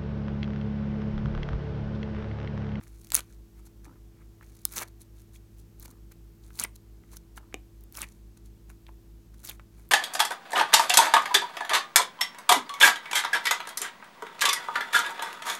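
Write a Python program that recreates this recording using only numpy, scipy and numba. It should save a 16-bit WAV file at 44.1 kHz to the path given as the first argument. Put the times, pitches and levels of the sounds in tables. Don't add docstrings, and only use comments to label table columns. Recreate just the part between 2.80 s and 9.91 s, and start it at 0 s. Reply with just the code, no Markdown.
import sys
import numpy as np
from scipy import signal
from scipy.fft import rfft, irfft
from scipy.io import wavfile
from scipy.ndimage import uniform_filter1d
from numba import njit

SR = 44100
rng = np.random.default_rng(int(sys.argv[2]) if len(sys.argv) > 2 else 0)


def file_out(sig):
    cols = np.atleast_2d(sig).T
    lim = np.clip(cols, -1, 1)
    pcm = np.round(lim * 32767).astype(np.int16)
    wavfile.write(sys.argv[1], SR, pcm)


N = 313551
TIME = np.arange(N) / SR

# edge gives way in seconds, piece lets go in seconds,
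# stretching before the edge in seconds, peeling before the edge in seconds, tearing level in dB,
# sucked air level in dB, slack dip in dB, cavity pitch at release in Hz, cavity level in dB.
PULLS = [(0.345, .395, .33, 0.025, -37.5, -41, 2, 2290, -45.5),
         (1.968, 2.033, .35, 0.057, -36, -40, 4.5, 1694, -44),
         (3.797, 3.85, 0.19, 0.031, -37, -42, 7, 2030, -37),
         (5.169, 5.242, .03, .036, -44, -48, 5.5, 2000, -41),
         (6.649, 6.7, 0.084, 0.015, -43.5, -52, 8.5, 3307, -43.5)]


def undb(db):
    return 10 ** (np.asarray(db) / 20)


def unit(x):
    return x / np.sqrt(np.mean(x ** 2))


def colour(x, points):
    hz, db = np.transpose(points)
    bins = np.maximum(np.fft.rfftfreq(len(x), 1 / SR), 1)
    gain = undb(np.interp(np.log(bins), np.log(hz), db))
    return irfft(rfft(x) * gain, len(x))


def walk(rate):
    k = max(int(SR / rate), 1)
    steps = np.repeat(rng.standard_normal(N // k + 1), k)
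    smooth = uniform_filter1d(uniform_filter1d(steps, k), k)
    return unit(smooth[:N])


def add(track, s, sound):
    i = max(int(s * SR), 0)
    track[i:i + len(sound)] += sound[:N - i]


def fade(t, t60):
    return np.exp(-np.log(1000) * t / t60)


def thin(x, corner_hz):
    return signal.sosfilt(signal.butter(2, corner_hz, "high", fs=SR, output="sos"), x)


def ring(modes, size=6000):
    t = TIME[:size]
    y = sum(undb(db) * np.sin(2 * np.pi * hz * t) * fade(t, t60) for hz, db, t60 in modes)
    return y / np.abs(y).max()


def grains(rate, low_hz, high_hz, cycles, spread_db, size=200):
    when, pitch, strength, sign = rng.random((int(rate * N / SR), 4)).T[:, :, None]
    hz = low_hz + (high_hz - low_hz) * pitch
    strength_db = spread_db * np.minimum(-np.log(1 - strength), np.pi)
    gain = np.sign(sign - .5) * undb(strength_db) * hz
    waves = gain * np.sin(2 * np.pi * hz * TIME[:size]) * fade(TIME[:size], cycles / hz)
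    places = (when * N).astype(int) + np.arange(size)
    return np.bincount(places.ravel(), waves.ravel(), N + size)[:N]


def peel(edge_s, free_s, peel_s, slack_db, growth_db):
    before, after = np.maximum(edge_s - TIME, 0), np.maximum(TIME - free_s, 0)
    progress = np.clip((TIME - edge_s) / (free_s - edge_s), 0, 1)
    attack = 10 * np.minimum(before / 0.011, 1) + 12 * (before / peel_s) ** 2
    hold = growth_db * progress - slack_db * np.sin(np.pi * progress)
    release = 22 * np.minimum(after / .007, 1) + 383 * after
    return undb(np.maximum(hold - attack - release, -200))


def parting():
    # peak time in seconds, rise in seconds,
    # tearing level in dB, squelch level in dB.
    touches = [(0.033, 0.019, -65.5, -64), (.53, .05, -65, -70), (.79, 0.028, -66.5, -71.5),
               (.869, 0.012, -52, -63.5), (1.053, 0.013, -54.5, -56), (1.41, 0.067, -83, -70),
               (1.632, .01, -64, -52), (2.083, 0.0069, -52, -69.5), (2.22, 0.018, -53.5, -69),
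               (2.41, 0.051, -63.5, -71), (2.557, 0.026, -56.5, -71), (2.795, 0.032, -62.5, -80),
               (3.029, 0.031, -55.5, -65.5), (3.057, 0.0086, -47.5, -51), (3.106, 0.027, -60.5, -71),
               (3.322, 0.0092, -59, -59.5), (3.96, 0.0074, -54, -70.5), (4.336, .035, -59.5, -64),
               (4.371, 0.011, -47, -61), (4.576, 0.014, -49, -57.5), (5.31, 0.1, -67, -75.5),
               (5.576, 0.0055, -58.5, -63.5), (5.669, 0.015, -60, -72), (5.906, .016, -60, -56),
               (6.088, 0.0059, -60.5, -59), (6.545, .006, -57.5, -57.5), (6.728, 0.047, -55, -59),
               (7.019, 0.097, -67.5, -71.5)]
    tear, suck = np.zeros(N), np.zeros(N)
    for edge_s, free_s, stretch_s, peel_s, tear_db, suck_db, slack_db, _, _ in PULLS:
        bent = np.clip(np.minimum(TIME - edge_s + stretch_s, edge_s - TIME) / .03, 0, 1)
        tear_pull = peel(edge_s, free_s, peel_s, slack_db, growth_db=-2)
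        suck_pull = peel(edge_s, free_s, peel_s, slack_db, growth_db=4.5)
        tear += undb(-66) * bent + undb(tear_db) * tear_pull
        suck += undb(-77) * bent + undb(suck_db) * suck_pull
    for s, rise, tear_db, suck_db in touches:
        fall = 0.53 * rise
        t = np.arange(max(-2 * rise, -s), 2 * fall, 1 / SR)
        swell = np.exp(-(t / np.where(t < 0, rise, fall)) ** 2)
        add(tear, s + t[0], undb(tear_db) * swell)
        add(suck, s + t[0], undb(suck_db) * swell)
    return tear, suck


def sticky_clay(tear, suck):
    # frequency in Hz, level in dB.
    tear_colour = [(1500, -18), (3000, -6.5), (4200, 3), (5000, -4.5), (6200, 3.5), (8000, -0.5),
                   (10000, 1.5), (12500, -1.5), (15500, -3.5)]
    # frequency in Hz, level in dB.
    suck_colour = [(80, -8), (200, 2), (400, -0.5), (650, -3.5), (1000, 0), (1500, 0), (1850, -5),
                   (2300, -1.5), (3100, -18), (5000, -24)]
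    rush = np.clip(tear / undb(-48.0), 0, 1)
    single = grains(rate=990, low_hz=2492, high_hz=15660, cycles=4, spread_db=6, size=80)
    dense = grains(rate=5300, low_hz=2555, high_hz=15550, cycles=12, spread_db=6.0, size=110)
    gurgle = grains(rate=2000, low_hz=200, high_hz=3300, cycles=10, spread_db=5.5, size=400)
    single, dense = unit(colour(single, tear_colour)), unit(colour(dense, tear_colour))
    gurgle = unit(colour(gurgle, suck_colour))
    threads = np.sqrt(1 - rush) * single + np.sqrt(rush) * dense
    jerks = unit(undb(3 * walk(168.7)))
    return jerks * (tear * threads + suck * gurgle)


@njit
def resonator(x, hz, share):
    y, b, l = np.empty(len(x)), 0., 0.
    for i in range(len(x)):
        g = np.tan(np.pi * hz[i] / SR)
        v = (b + g * (x[i] - l)) / (1 + g * (g + share))
        b, l, y[i] = 2 * v - b, l + 2 * g * v, share * v
    return y


def cavities(octave_s, swell_s, stop_s, width):
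    out = np.zeros(N)
    t = np.arange(-3000, 500) / SR
    for _, free_s, *_, end_hz, db in PULLS:
        hz = np.minimum(end_hz * 2 ** (-t / octave_s), 12000)
        air = resonator(rng.standard_normal(len(t)), hz, float(width))
        air = unit(air / np.sqrt(hz))
        swell = np.exp(-np.abs(t) / np.where(t < 0, swell_s, stop_s))
        fade_in = np.minimum((t - t[0]) / .015, 1)
        add(out, free_s + t[0], undb(db) * swell * fade_in * air)
    return thin(out, corner_hz=898)


def small_snaps(tear, count):
    low_hz, high_hz, t60 = 4540, 14560, 0.0023
    rows = []
    for edge_s, free_s, _, peel_s, *_ in PULLS:
        for k, (late, pitch) in enumerate(rng.random((count, 2))):
            s = np.interp(k + late, [0, count], [edge_s - peel_s, free_s])
            tear_db = 20 * np.log10(tear[int(s * SR)])
            db = tear_db + 14 + 2.5 * rng.standard_normal()
            rows.append((s, db, low_hz + pitch * (high_hz - low_hz), t60))
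    return rows


def cracks(table, size=512):
    # frequency in Hz, level in dB.
    crack_colour = [(2000, -18), (8000, -6), (13000, 0.5), (16500, -1.5), (19000, -30)]
    out = np.zeros(N)
    for s, db, _, t60 in table:
        tick = unit(colour(rng.standard_normal(size), crack_colour))
        add(out, s, undb(db - 8) * tick * fade(TIME[:size], .7 * t60))
    return out


def pockets(table, overtone, overtone_db, spray_db, spray_t60, corner):
    out = np.zeros(N)
    for s, db, hz, t60 in table:
        upper_db = overtone_db - 29.5 * max(np.log2(hz / 6300), 0)
        pop = ring([(hz, 0, t60), (min(hz * overtone, 15000), upper_db, t60)], size=4000)
        scatter = undb(spray_db) * rng.standard_normal(len(pop)) * fade(TIME[:len(pop)], spray_t60)
        scatter[0] = 1
        pop = thin(signal.fftconvolve(pop, scatter), corner * hz)
        add(out, s, undb(db) * pop / np.abs(pop).max())
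    return out


def squeeze(s, db, hz, spread_oct, t60, count):
    push_s, sag_db = 0.12, -13
    rows = []
    for p in (np.arange(count) + .5 * rng.random(count)) / count:
        pitch = hz * 2 ** (spread_oct * rng.standard_normal())
        rows.append((s + push_s * p, db + sag_db * p, pitch, t60))
    return rows


def bumps():
    # start in seconds, peak level in dB ahead of the low cut.
    knocks = [(4.7426, -16)]
    # frequency in Hz, relative level in dB, ring t60 in seconds.
    mould = [(304, -13, 0.13), (429, 0, 0.024), (515, -8.5, 0.013), (750, -4, 0.023), (1155, -7, 0.013),
             (2450, 3, 0.012), (2860, 1.5, 0.0071), (3660, -14.5, 0.022), (6550, 10, 0.0011)]
    out = np.zeros(N)
    for s, db in knocks:
        add(out, s, undb(db) * ring(mould))
    return thin(out, corner_hz=285)


def room(x, t60, wet_db, size=22000):
    t = TIME[:size]
    tail_colour = [(100, -15.5), (300, 1), (700, 5.0), (1600, 0.0), (3500, -1), (7000, -9), (15000, -11.5)]
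    tail = colour(rng.standard_normal(size), tail_colour)
    tail = tail * fade(t, t60) * np.minimum(t / 0.0041, 1)
    tail = tail / np.sqrt(np.sum(tail ** 2))
    return x + undb(wet_db) * signal.fftconvolve(x, tail)[:N]


def appliances():
    # frequency in Hz, rms level in dB before the slow drift.
    motors = [(51.06, -54.5), (55.58, -56.5)]
    # frequency in Hz, rms level in dB before the wavering.
    hum_lines = [(105.4, -59), (166.8, -70), (210.8, -68.5), (333.5, -64.5), (422, -76), (14433, -75.5)]
    # frequency in Hz, relative level in dB.
    air_colour = [(25, -32.5), (45, 0), (70, 0), (110, -3.5), (160, 0), (230, -4.5), (380, -9.5),
                  (550, -17.5), (1000, -22), (2000, -27), (4000, -28.5), (6500, -28.5), (11000, -32),
                  (16000, -33.5)]
    null_s = .034
    slow, fast = (undb(db) * np.cos(2 * np.pi * hz * (TIME - null_s)) for hz, db in motors)
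    throb = (slow - fast) * undb(1.4 * walk(0.86))
    hum = np.zeros(N)
    for hz, db in hum_lines:
        level = undb(db + 0.97 * walk(3.3))
        hum += level * np.sin(2 * np.pi * hz * TIME + 0.18 * walk(3.7))
    air = unit(colour(rng.standard_normal(N), air_colour))
    return np.sqrt(2) * (throb + hum) + undb(-60.5) * air


def scene():
    # start in
    # seconds, peak level in dB, pitch in Hz, ring t60 in seconds.
    loud_snaps = [(.2465, -34, 5930, .001), (.2709, -32.5, 6350, 0.00064), (.3038, -24, 6900, 0.00062),
                  (.32, -14.5, 4500, 0.0034), (.3354, -32, 4540, .003), (.3455, -4, 9870, 0.0052),
                  (.3517, -3.5, 6350, 0.0056), (.3637, -12, 6437, 0.0012), (.3665, -12.5, 9300, .003),
                  (.406, -26, 4470, 0.001), (1.8527, -3.5, 10700, 0.00055), (1.8529, -24.5, 4000, 0.0023),
                  (1.9213, -28, 11000, 0.0035), (1.9361, -37, 6060, 0.0039), (1.9621, -22, 6900, 0.0016),
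                  (1.9811, -19.5, 3570, 0.0068), (1.9874, -16, 4440, 0.001), (2.9982, -31.5, 13100, .0014),
                  (3.7907, -23, 4830, .004), (3.7979, -12.5, 6540, 0.0055), (3.804, -17.5, 7900, 0.0019),
                  (3.8382, -12.5, 8850, 0.0039), (5.0095, -41, 13040, .0006), (5.0385, -36.5, 13000, .0008),
                  (5.1245, -33, 13100, 0.001), (5.1526, -32.5, 3300, 0.0035), (5.1722, -23.5, 5930, 0.0056),
                  (5.1917, -28, 10800, 0.0015), (5.2179, -15.5, 9400, .0019), (6.6506, -21, 10500, 0.00061),
                  (6.6738, -23, 10400, 0.00043), (6.696, -23.5, 13530, 0.003), (6.6955, -30.5, 3600, .005),
                  (7.0902, -35, 13000, .0014)]
    # start in seconds, peak level in dB, pitch in Hz, ring t60 in seconds.
    single_bubbles = [(.012, -43.5, 1500, 0.0015), (.069, -49, 1560, 0.0044), (.32, -30.5, 1290, 0.0044),
                      (0.391, -29, 2350, .009), (1.054, -45.5, 1320, .012), (1.611, -41.5, 1300, .011),
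                      (1.853, -35.5, 1160, .003), (2.559, -45.5, 2490, 0.013), (3.7052, -46, 1610, 0.0041),
                      (4.237, -50.5, 1477, 0.0083), (4.5768, -32, 1575, 0.015),
                      (4.727, -41.5, 1610, 0.0043), (5.231, -29.5, 1970, .008),
                      (6.067, -40.5, 2600, 0.0011), (6.091, -41.5, 920, 0.005), (6.7121, -33, 2380, 0.0034),
                      (6.7965, -37, 1470, .005)]
    # start in seconds, peak level in dB before it sags, thud pitch in Hz.
    presses = [(1.06, -45, 285), (3.075, -49, 264), (4.594, -51, 279)]
    tear, suck = parting()
    bubbles, pushes = list(single_bubbles), []
    for s, db, hz in presses:
        pushes += squeeze(s, db, hz, spread_oct=0.11, t60=0.081, count=3)
        bubbles += squeeze(s, db - 2, hz=1023, spread_oct=0.19, t60=.017, count=8)
    openings = list(loud_snaps) + small_snaps(tear, count=8)
    snaps = cracks(openings) + pockets(
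        openings, overtone=1.68, overtone_db=0.5, spray_db=-21.5, spray_t60=0.0097, corner=0.27)
    plops = pockets(bubbles, overtone=1.338, overtone_db=-5, spray_db=-19, spray_t60=0.018, corner=0.48)
    thuds = pockets(pushes, overtone=1.79, overtone_db=-12.5, spray_db=-32, spray_t60=0.029, corner=0.54)
    slides = cavities(octave_s=0.041, swell_s=0.027, stop_s=0.0031, width=0.19)
    handling = sticky_clay(tear, suck) + slides + snaps + plops + thuds + bumps()
    return (room(handling, t60=0.18, wet_db=-20.5) + appliances())[None]


def record(dry):
    return signal.sosfilt(signal.ellip(8, .2, 70, 16300, fs=SR, output="sos"), dry)


dry = scene()
out = record(dry)
file_out(out)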